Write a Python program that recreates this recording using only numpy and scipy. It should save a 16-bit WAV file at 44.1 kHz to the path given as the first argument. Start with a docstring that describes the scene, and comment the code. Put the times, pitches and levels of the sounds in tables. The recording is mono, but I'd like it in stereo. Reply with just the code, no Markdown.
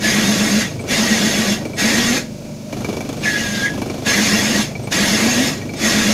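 """Scraping, ringing steel: a hole saw in a pillar drill is fed into a box section in seven short pecks.
Filtered noise and noise-fed modes make the cut; tones make the chatter, its surges timed to spindle turns.
One light peck squeals at length. Between pecks a motor of summed shaft orders hums, and the slack drive
knocks about once a motor turn: noise blows, with a ringing quill. A small garage adds a short echo."""
import sys
import numpy as np
from scipy import signal
from scipy.fft import rfft, irfft
from scipy.io import wavfile

SR = 44100
rng = np.random.default_rng(int(sys.argv[2]) if len(sys.argv) > 2 else 0)


def generate_wav(sig):
    """Save sig (samples, or channels by samples) to the path in sys.argv[1] as 16-bit PCM at SR."""
    pcm = np.round(np.clip(np.atleast_2d(sig).T, -1, 1) * 32767).astype(np.int16)
    wavfile.write(sys.argv[1], SR, pcm)


N = 270333
T = np.arange(N) / SR


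def amp(db):
    """Decibels to gain."""
    return 10 ** (np.asarray(db) / 20)


def unit(x):
    """Scales to rms 1."""
    return x / np.sqrt(np.mean(np.abs(x) ** 2) + 1e-20)


def read(points, hz):
    """Reads a spectrum table on a log-frequency axis."""
    f, value = np.transpose(points)
    return np.interp(np.log(hz + 1), np.log(f + 1), value)


def curve(rows, axis=1):
    """One column of a time table at every sample."""
    rows = np.asarray(rows)
    return np.interp(T, rows[:, 0], rows[:, axis])


def gate(rows, fade_s=0.023):
    """Open between the first and last row of a table, with a fade outside each end."""
    return np.clip(np.minimum(T - rows[0][0], rows[-1][0] - T) / fade_s + 1, 0, 1)


def stretch(start_s, length_s, fade_s):
    """Rises from 0 to 1 and falls back within a stretch of time."""
    return np.clip(np.minimum(T - start_s, start_s + length_s - T) / fade_s, 0, 1)


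def hump(start_s, length_s):
    """Half-sine swell from 0 to 1 and back."""
    return np.sin(np.pi * np.clip((T - start_s) / length_s, 0, 1))


def phase_of(hz):
    """Phase in radians of a pitch curve."""
    return 2 * np.pi * np.cumsum(hz) / SR


def add(mix, start_s, sound):
    """Adds a sound into the mix at a start time."""
    part = mix[..., max(round(start_s * SR), 0):][..., :sound.shape[-1]]
    part += sound[..., :part.shape[-1]]


def drift(rate_hz):
    """Smooth random curve of rms 1, rolled off above the rate."""
    coarse = rng.standard_normal(4096)
    f = np.fft.rfftfreq(len(coarse), T[-1] / len(coarse))
    slow = irfft(rfft(coarse) / np.sqrt(1 + (f / rate_hz) ** 6))
    return unit(np.interp(T, np.linspace(0, T[-1], len(coarse)), slow))


def hiss():
    """Two unrelated white noises: a direct part and a scattered part."""
    return rng.standard_normal((2, N))


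def colour(x, points, size=4096):
    """Causal minimum-phase filter with the given spectrum; keeps the power of white noise."""
    log_gain = np.log(amp(read(points, np.abs(np.fft.fftfreq(size, 1 / SR)))))
    taps = np.fft.ifft(np.exp(np.conj(signal.hilbert(log_gain)))).real[:size // 2]
    return signal.oaconvolve(x, taps[None] / np.linalg.norm(taps), axes=1)[:, :N]


def resonate(x, hz, width_hz):
    """A resonance of gain 1 that follows a pitch curve, with steep skirts."""
    turn = np.exp(2j * np.pi * np.cumsum(hz * np.ones(x.shape[-1])) / SR)
    r = np.exp(-np.pi * width_hz / np.sqrt(np.sqrt(2) - 1) / SR)  # two poles share the width
    baseband = x * turn.conj() + 1e-18
    smooth = signal.lfilter([(1 - r) ** 2], [1, -2 * r, r * r], baseband)
    return 2 * (turn * smooth).real


def streaks(x, depth_db, span_hz, span_s, size=1024):
    """Lets narrow patches of the spectrum swell and fade, as many weak modes do."""
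    z = signal.stft(x, SR, nperseg=size, noverlap=size * 3 // 4)[2]
    across = np.fft.fftfreq(z.shape[1], SR / size)[:, None] * span_hz
    along = np.fft.fftfreq(z.shape[2], size / 4 / SR) * span_s
    blur = np.exp(-2 * (across ** 2 + along ** 2))
    field = np.fft.ifft2(np.fft.fft2(rng.standard_normal(z.shape[1:])) * blur).real
    z = z * amp(depth_db * unit(field))
    return unit(signal.istft(z, SR, nperseg=size, noverlap=size * 3 // 4)[1][:, :N])


def peck(start_s, attack_s, length_s, release_db_per_s):
    """Envelope of one peck: the teeth come in, hold, and are lifted out."""
    lifted = np.maximum(T - start_s - length_s, 0)
    return np.clip((T - start_s) / attack_s, 0, 1) ** 2 * amp(-release_db_per_s * lifted)


# pecks of the feed lever: start_s, attack_s, length_s (start to release), release_db_per_s, scrape_db,
#   screech_length_s, screech_db, first_surge_delay_s, chatter_hz, chatter_glide_hz_per_s, chatter_db
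PECKS = [(-0.03, 0.077, 0.65, 168, -18.5, 0.21, -26, 0.072, 208, -6, -16),
         (0.849, 0.066, .69, 216, -18.5, 0.13, -28.5, 0.027, 215, -20.5, -18),
         (1.752, 0.043, .426, 280, -18, 0.22, -27, 0.1, 227, 110.5, -17.5),
         (3.192, 0.056, 0.47, 232, -25, .09, -23, 0.081, 215, -20, -29),
         (4.035, 0.037, 0.58, 213, -17.5, 0.1677, -25.5, 0.0434, 210, 1, -18.5),
         (4.9, .025, .585, 154, -18, 0.32, -33, 0.11, 220, 150, -18),
         (5.724, .13, 0.47, 200, -17.5, 0.069, -26, 0.13, 216, -22, -17.5)]
EASE_DB_PER_S = 4.5


def feed():
    """How hard the teeth scrape: each peck's pressure eases, then dies away as the lever is let up."""
    return sum(peck(start, attack, length, release) * amp(db - EASE_DB_PER_S * np.maximum(T - start, 0))
               for start, attack, length, release, db, *_ in PECKS)


# ringing of cup and steel while cutting: mode_hz, width_hz, relative_db
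STEEL_MODES = [(1139, 17, -23), (1671, 66, -14), (1900, 30, -11.5), (2070, 160, -28), (2759, 40, -16.5),
               (3426, 97, -13.5), (3680, 13, -17.5), (4770, 430, -19), (5330, 49, -15), (6280, 110, -18),
               (6400, 21, -18), (6407, 45, -12.5), (10100, 85, -25.5), (11700, 120, -27)]
# broad colour of the scraping: frequency_hz, relative_db_per_hz
SCRAPE = [(300, -3.5), (550, 2), (900, -2), (1300, -1.5), (2100, 5), (3050, 0), (4600, 1), (5800, -0.5),
          (6900, 1), (7800, -9), (10300, -11), (12600, -15), (14500, -18), (15500, -26)]
# groan of the frame: frequency_hz, relative_db_per_hz
GROAN = [(25, -40), (55, -6), (85, -26), (130, -22), (190, 3.5), (270, 1.5), (350, 2.5), (430, -7.5),
         (510, -3.5), (670, -6), (850, -16.5), (1500, -56.5)]


def cutting(groan_db=-6, crumble_db=0.5, surge_db=0.3, swell_db=4, wander=0.0029):
    """Teeth tear chips off the steel: a gritty scrape, modes that swell in turn, and a groan in the frame."""
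    bite = feed()
    force = bite * amp(surge_db * drift(2.2))
    grit = streaks(hiss() * amp(crumble_db * drift(450)), depth_db=2.6, span_hz=120, span_s=0.045)
    scrape = colour(grit * force, SCRAPE)
    rumble = streaks(hiss(), depth_db=1.5, span_hz=50, span_s=0.082)
    groan = amp(groan_db) * colour(rumble * force, GROAN)
    ring = 0
    for hz, width_hz, db in STEEL_MODES:
        # fed in bursts as the teeth catch and let go
        bursts = hiss() * amp(swell_db * drift(22))
        mode = resonate(bursts, hz * (1 + wander * drift(18)), width_hz)
        ring = ring + amp(db) * unit(mode)
    return scrape + groan + ring * bite


SPINDLE_HZ = 7.8
BUILD_S, SURGE_DB, CLIMB_HZ = 0.1, 4, 42  # CLIMB_HZ: pitch rise per spindle turn
CHATTER_STOP_S, CHATTER_RELEASE_DB_PER_S = 0.0089, 257  # needs full load: stops before the lever is let up


def chatter(jitter=0.028, flutter_db=1.5, second_db=-21, third_db=-21, lean_db=-0.1):
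    """Under load the saw bounces on the springy quill: a lumpy low tone that surges every spindle turn."""
    pitch, level = np.full(N, 215.), np.zeros(N)
    for start, attack, length, _, _, _, _, delay, hz, glide, db in PECKS:
        since = np.maximum(T - start, 0)
        turn = ((since - delay) * SPINDLE_HZ + 0.5) % 1 - 0.5  # zero at the top of a surge
        trend = glide * (np.minimum(since, length) - length / 2)
        pitch = np.where(T >= start, hz + trend + CLIMB_HZ * turn, pitch)
        loaded = peck(start, attack, length - CHATTER_STOP_S, CHATTER_RELEASE_DB_PER_S)
        built = loaded * (1 - np.exp(-since / BUILD_S))
        level += built * amp(db + SURGE_DB * (np.cos(2 * np.pi * turn) - 0.5))
    phase = phase_of(pitch * (1 + jitter * drift(61)))
    second = amp(second_db + 2 * drift(6.1)) * np.sin(2 * phase)
    third = amp(third_db + 2 * drift(6.1)) * np.sin(3 * phase)
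    tone = unit((np.sin(phase) + second + third) * amp(flutter_db * drift(26)))
    return amp(lean_db * np.array([[1], [-1]])) * level * tone


# squeal through the light peck: time_s, pitch_hz, relative_db
SQUEAL = [(3.245, 1750, -31), (3.271, 1713, -17.5), (3.325, 1693, -28), (3.363, 1656, -19),
          (3.393, 1694, -31), (3.473, 1636, -27), (3.501, 1634, -35), (3.617, 1614, -27),
          (3.643, 1653, -16), (3.693, 1670, -28), (3.77, 1666, -47)]
# brief squeals early in two heavy pecks: start_s, length_s, pitch_hz, relative_db
BRIEF_SQUEALS = [(0.023, 0.081, 1723, -24), (4.062, .07, 1680, -21)]


def squeal(level_db=-0.5, jitter=0.0054, flutter_db=3, octave_flutter_db=3,
           fuzz_width_hz=170, octave_db=-21, octave_width_hz=220):
    """Lightly loaded teeth stick and slip on a mode of the saw cup: a rough whistle with its octave."""
    pitch, level = curve(SQUEAL), gate(SQUEAL) * amp(curve(SQUEAL, axis=2))
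    for start, length, hz, db in BRIEF_SQUEALS:
        pitch = np.where((T > start) & (T < start + length), hz, pitch)
        level = level + amp(db) * hump(start, length)
    phase = phase_of(pitch * (1 + jitter * drift(83)))
    tone = unit(np.array([np.sin(phase), np.cos(phase)]) * amp(flutter_db * drift(59)))
    rasp = 0.25 * unit(resonate(hiss(), pitch, fuzz_width_hz))
    fluttering = hiss() * amp(octave_flutter_db * drift(25))
    octave = amp(octave_db) * unit(resonate(fluttering, 2 * pitch, octave_width_hz))
    # the octave saturates early, so the quiet stretches sound the roughest
    octave_level = 0.2 * np.tanh(level / 0.045)
    return amp(level_db) * (level * unit(tone + rasp) + octave_level * octave)


ENTRY_HZ, SETTLED_HZ, SETTLE_SHARE = 2980, 1856, 0.25  # SETTLE_SHARE: time constant / screech length


def entries(width_hz=260):
    """At the start of each peck the first teeth screech, falling onto a steel mode as they dig in."""
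    out = np.zeros((2, N))
    for start, attack, _, _, _, length, db, *_ in PECKS:
        u = np.linspace(0, 1, round(length * SR))
        hz = SETTLED_HZ + (ENTRY_HZ - SETTLED_HZ) * np.exp(-u / SETTLE_SHARE)
        tone = resonate(rng.standard_normal((2, len(u))), hz, width_hz)
        add(out, start + attack * 0.65, amp(db) * unit(tone * signal.windows.tukey(len(u), 0.4)))
    return out


# loudest snags of single teeth: start_s, length_s, pitch_hz (mid-screech), level_db
SCREECHES = [(0.574, 0.11, 2000, -29.5), (3.342, 0.074, 2000, -30), (3.37, 0.053, 2834, -32),
             (3.645, 0.054, 1983, -25.5), (5.3, 0.041, 6440, -24.5), (5.401, 0.049, 2203, -32)]


def screeches(width_hz=190, sag=0.014):
    """A tooth snags and sets one mode screeching; the pitch sags as the tooth digs in."""
    out = np.zeros((2, N))
    for start, length, hz, db in SCREECHES:
        u = np.linspace(0, 1, round(length * SR))
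        tone = resonate(rng.standard_normal((2, len(u))), hz * (1 + sag * (0.5 - u)), width_hz)
        add(out, start, amp(db) * unit(tone * signal.windows.tukey(len(u), 0.6)))
    return out


LOADED_DB = -2.5  # cutting load takes up some play
SMOOTH_FROM_S, SMOOTH_LENGTH_S, SMOOTH_FADE_S, SMOOTH_DB = 2.15, 0.604, 0.099, -11  # quill held clear


def slack_db():
    """Looseness of the drive: greatest between pecks, least while the quill is held clear."""
    loaded = sum(peck(*row[:4]) for row in PECKS)
    return LOADED_DB * loaded + SMOOTH_DB * stretch(SMOOTH_FROM_S, SMOOTH_LENGTH_S, SMOOTH_FADE_S)


# single knocks of the drive, some thudding hard, some mostly a ring of the quill:
#   start_s, force_relative_db, ring_relative_db
KNOCKS = [(0.793, -39, -32.5), (0.838, -42, -56), (1.652, -23, -30), (1.734, -40, -32), (2.726, -19, -32),
          (2.845, -19, -27.5), (2.967, -20, -34), (3.006, -19, -32), (3.09, -18, -40), (3.127, -21.5, -45),
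          (3.776, -21.5, -48), (3.817, -18, -31), (3.898, -20, -29.5), (4.753, -38, -26.5),
          (4.872, -21.5, -34), (5.614, -34, -33.5), (5.692, -28, -29.5), (5.736, -20.5, -35)]
# dull body of a knock: frequency_hz, relative_db_per_hz
THUD = [(40, -14), (90, -0.5), (140, -11.5), (220, 2.5), (300, 3.5), (450, -1.5), (680, -5.5), (900, -13.5),
        (1500, -23.5), (3000, -76.5)]
# bright tick of a knock: frequency_hz, relative_db_per_hz
TICK = [(600, -4), (1100, -1), (1600, 0), (1950, -3), (2600, 1), (2900, 1), (3150, -3), (3450, 1),
        (3850, -4), (4280, 0), (4700, -3), (6500, -1), (7900, -11), (11800, -12), (15000, -20)]
# ring of the quill: mode_hz, relative_db, t60_s
QUILL_MODES = [(2305, 0, 0.049), (2410, -11, 0.062), (4250, -18, 0.12)]
BRIGHTEN, MIDDLING_DB = 0.39, -22  # extra tick dB per dB of force above middling


def knocks(thud_db=3, tick_db=-11, tail_db=-26, tail_s=0.067, dry_hz=400, rub_s=0.0072):
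    """Single blows in the spindle drive: a thud, a tick, and a brief rub that rings the quill."""
    t = np.arange(SR // 5) / SR
    thuds, ticks, rings = np.zeros((3, 2, N))
    strike = (1 - np.exp(-t / 0.0004)) * np.exp(-t / 0.008)
    blow = strike + amp(tail_db) * np.exp(-t / tail_s)
    free = np.maximum(t - rub_s, 0)  # the modes die away once the rub ends
    for start, force, ring in KNOCKS:
        tick = force + BRIGHTEN * (force - MIDDLING_DB)
        add(thuds, start, amp(force + thud_db) * blow * rng.standard_normal((2, len(t))))
        add(ticks, start, amp(tick + tick_db) * blow * rng.standard_normal((2, len(t))))
        phases = rng.random() + np.array([[0], [1 / 4]])  # in turns
        modes = sum(amp(db - 60 * free / t60) * np.sin(2 * np.pi * (hz * t + phases))
                    for hz, db, t60 in QUILL_MODES)
        add(rings, start, amp(ring) * modes * (1 - np.exp(-t / 0.00024)))
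    # too brief to move the heavy frame
    thuds = signal.lfilter(*signal.butter(1, dry_hz, "high", fs=SR), thuds)
    return colour(thuds, THUD) + colour(ticks, TICK) + rings


MOTOR_HZ = 24.95
# around the light peck the saw skims the steel, which hardens the rattle
SKIM_FROM_S, SKIM_LENGTH_S, SKIM_FADE_S, SKIM_TICK_DB, SKIM_THUD_DB = 2.66, 1.6, 0.048, 6, 2


def rattle(thud_db=-29, tick_db=-49, ring_db=-49, rub_db=-50, uneven_db=2.0):
    """Drive play is taken up about once a motor turn, in step with the single knocks, over a rub."""
    times = np.array([0] + [row[0] for row in KNOCKS] + [T[-1]])
    whole_turns = np.round(np.diff(times, prepend=0) * MOTOR_HZ)
    turns = np.interp(T, times, np.cumsum(whole_turns))
    since = turns % 1 / MOTOR_HZ
    blow = (1 - np.exp(-since / 0.001)) * np.exp(-since / 0.024)
    slack = slack_db()
    blows = unit(blow * amp(uneven_db * drift(5.1))) * amp(slack)
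    ring = sum(amp(db) * unit(resonate(hiss() * blows, hz, 2.2 / t60)) for hz, db, t60 in QUILL_MODES)
    skim = stretch(SKIM_FROM_S, SKIM_LENGTH_S, SKIM_FADE_S)
    tick_and_rub = amp(tick_db) * blows + amp(rub_db) * amp(slack / 2)
    bright = colour(hiss() * amp(SKIM_TICK_DB * skim) * tick_and_rub, TICK)
    thud = amp(thud_db) * colour(hiss() * blows * amp(SKIM_THUD_DB * skim), THUD)
    return thud + bright + amp(ring_db) * ring


# thin squeaks while the feed is eased: start_s, length_s, pitch_hz, level_db
SQUEAKS = [(0.788, .05, 8080, -42), (1.647, 0.039, 8100, -47), (1.74, 0.038, 8050, -44),
           (3.184, 0.044, 8050, -46), (4.826, 0.042, 8300, -41), (5.763, 0.022, 8100, -41)]


def squeaks():
    """Brief thin whistles of rubbing metal: sines with a jittered pitch."""
    out = np.zeros((2, N))
    for start, length, hz, db in SQUEAKS:
        out += amp(db) * hump(start, length) * np.sin(phase_of(hz * (1 + 0.0058 * drift(150))))
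    return out


# free-running motor: order (multiple of shaft rate), relative_db
MOTOR_ORDERS = [(1, -24), (2, -19), (3, -21), (4, -17), (5, -4), (6, -4), (7, -10), (8, -2), (9, 0),
                (10, -10), (11, -7), (12, -13), (14, -14), (15, -14), (17, -18), (18, -20), (20, -13),
                (21, -19), (22, -18), (23, -15), (24, -6), (25, -20), (26, -16), (28, -24), (37, -26),
                (38, -24), (39, -25)]
# belt and bearing noise: frequency_hz, relative_db_per_hz
BEARINGS = [(25, -14), (55, -1), (85, -11), (140, -3), (220, -5), (400, -20), (600, -19), (900, -22),
            (1900, -26), (2350, -18), (3100, -25), (5000, -20), (6500, -19), (8000, -28), (15500, -35)]


def motor(level_db=-31.5, hum_db=-37, bearings_db=-40, shake_db=5, wobble_turns=0.021, waver_db=2.9,
          shaking_orders=(5, 6)):
    """Shaft orders of motor and belt, two of which swell with slack, a low hum, and bearing noise."""
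    slack = amp(slack_db())
    turns = np.cumsum(MOTOR_HZ * (1 + 0.001 * drift(2.18))) / SR
    # a rattling drive runs unevenly, which smears the high orders
    turns = turns + wobble_turns * slack * drift(31)
    orders = 0
    for k, db in MOTOR_ORDERS:
        gain = amp(db + waver_db * drift(8.2) + shake_db * slack * (k in shaking_orders))
        orders = orders + gain * np.sin(2 * np.pi * (round(k) * turns + rng.random()))
    calm_rms = np.sqrt(sum(amp(db) ** 2 for _, db in MOTOR_ORDERS) / 2)
    hum = amp(hum_db) * unit(np.sin(phase_of(99.5 * (1 + 0.013 * drift(6)))))
    drone = amp(level_db) * orders / calm_rms + hum * slack
    return drone, amp(bearings_db) * colour(hiss(), BEARINGS)


# likeness of the two microphone ports: frequency_hz, shared_power_0_to_1
LIKENESS = [(60, .99), (100, 0.97), (160, 0.14), (270, 0.93), (450, 0.93), (740, 0.32), (1200, 0.12),
            (1800, 0.78), (3000, 0.2), (15000, 0.13)]
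# level balance: frequency_hz, left_minus_right_db
LEAN = [(60, -1), (100, -2), (200, -3.5), (450, -2), (740, -4), (1220, -2.5), (2100, 0), (3330, -2),
        (5500, -3.5), (9080, -7), (15000, -9)]
# phase offset: frequency_hz, left_lead_rad
LEAD = [(200, 0.55), (700, .5), (1100, 3.37), (1800, 1.79), (3000, 1.44), (15000, 1.6)]


def ports(pair, size=2048):
    """Spreads a direct and a scattered part over the two microphone ports, keeping the mid level."""
    hz, _, (direct, scattered) = signal.stft(pair, SR, nperseg=size)
    hz = hz[:, None]
    same = np.sqrt(np.clip(read(LIKENESS, hz), 0, 0.999))
    lean, lead = amp(read(LEAN, hz) / 2), read(LEAD, hz)
    left = lean * direct * np.exp(0.5j * lead)
    mixed = same * direct + np.sqrt(1 - same ** 2) * scattered
    right = mixed / lean * np.exp(-0.5j * lead)
    mid = np.sqrt(lean ** 2 + lean ** -2 + 2 * same * np.cos(lead)) / 2
    return signal.istft(np.array([left, right]) / mid, SR, nperseg=size)[1][:, :N]


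def garage(x, wet_db=-17, t60_s=0.055):
    """A short cluttered echo of decaying noise taps, different at each port."""
    t = np.arange(SR // 3) / SR
    taps = rng.standard_normal((2, len(t))) * amp(-60 * t / t60_s) * (t > 0.004)
    taps = signal.sosfilt(signal.butter(2, 500, "high", fs=SR, output="sos"), taps)
    return x + amp(wet_db) * signal.fftconvolve(x, taps / np.linalg.norm(taps[0]), axes=1)[:, :N]


def scene():
    """The cut and the machine, heard from close by; the motor drone stays dry and centred."""
    drone, bearings = motor()
    cut = cutting() + squeal() + entries() + screeches()
    drive = knocks() + rattle() + squeaks() + bearings
    return garage(ports(cut + drive) + chatter()) + drone


EDGE_HZ = 15650


def record(dry):
    """Soft limiting of the highest peaks, then a low-pass band limit."""
    limited = dry / (1 + dry ** 8) ** (1 / 8)
    lowpass = signal.firwin(511, EDGE_HZ, window=("kaiser", 9), fs=SR)
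    return signal.oaconvolve(limited, lowpass[None], "same")


dry = scene()
out = record(dry)
generate_wav(out)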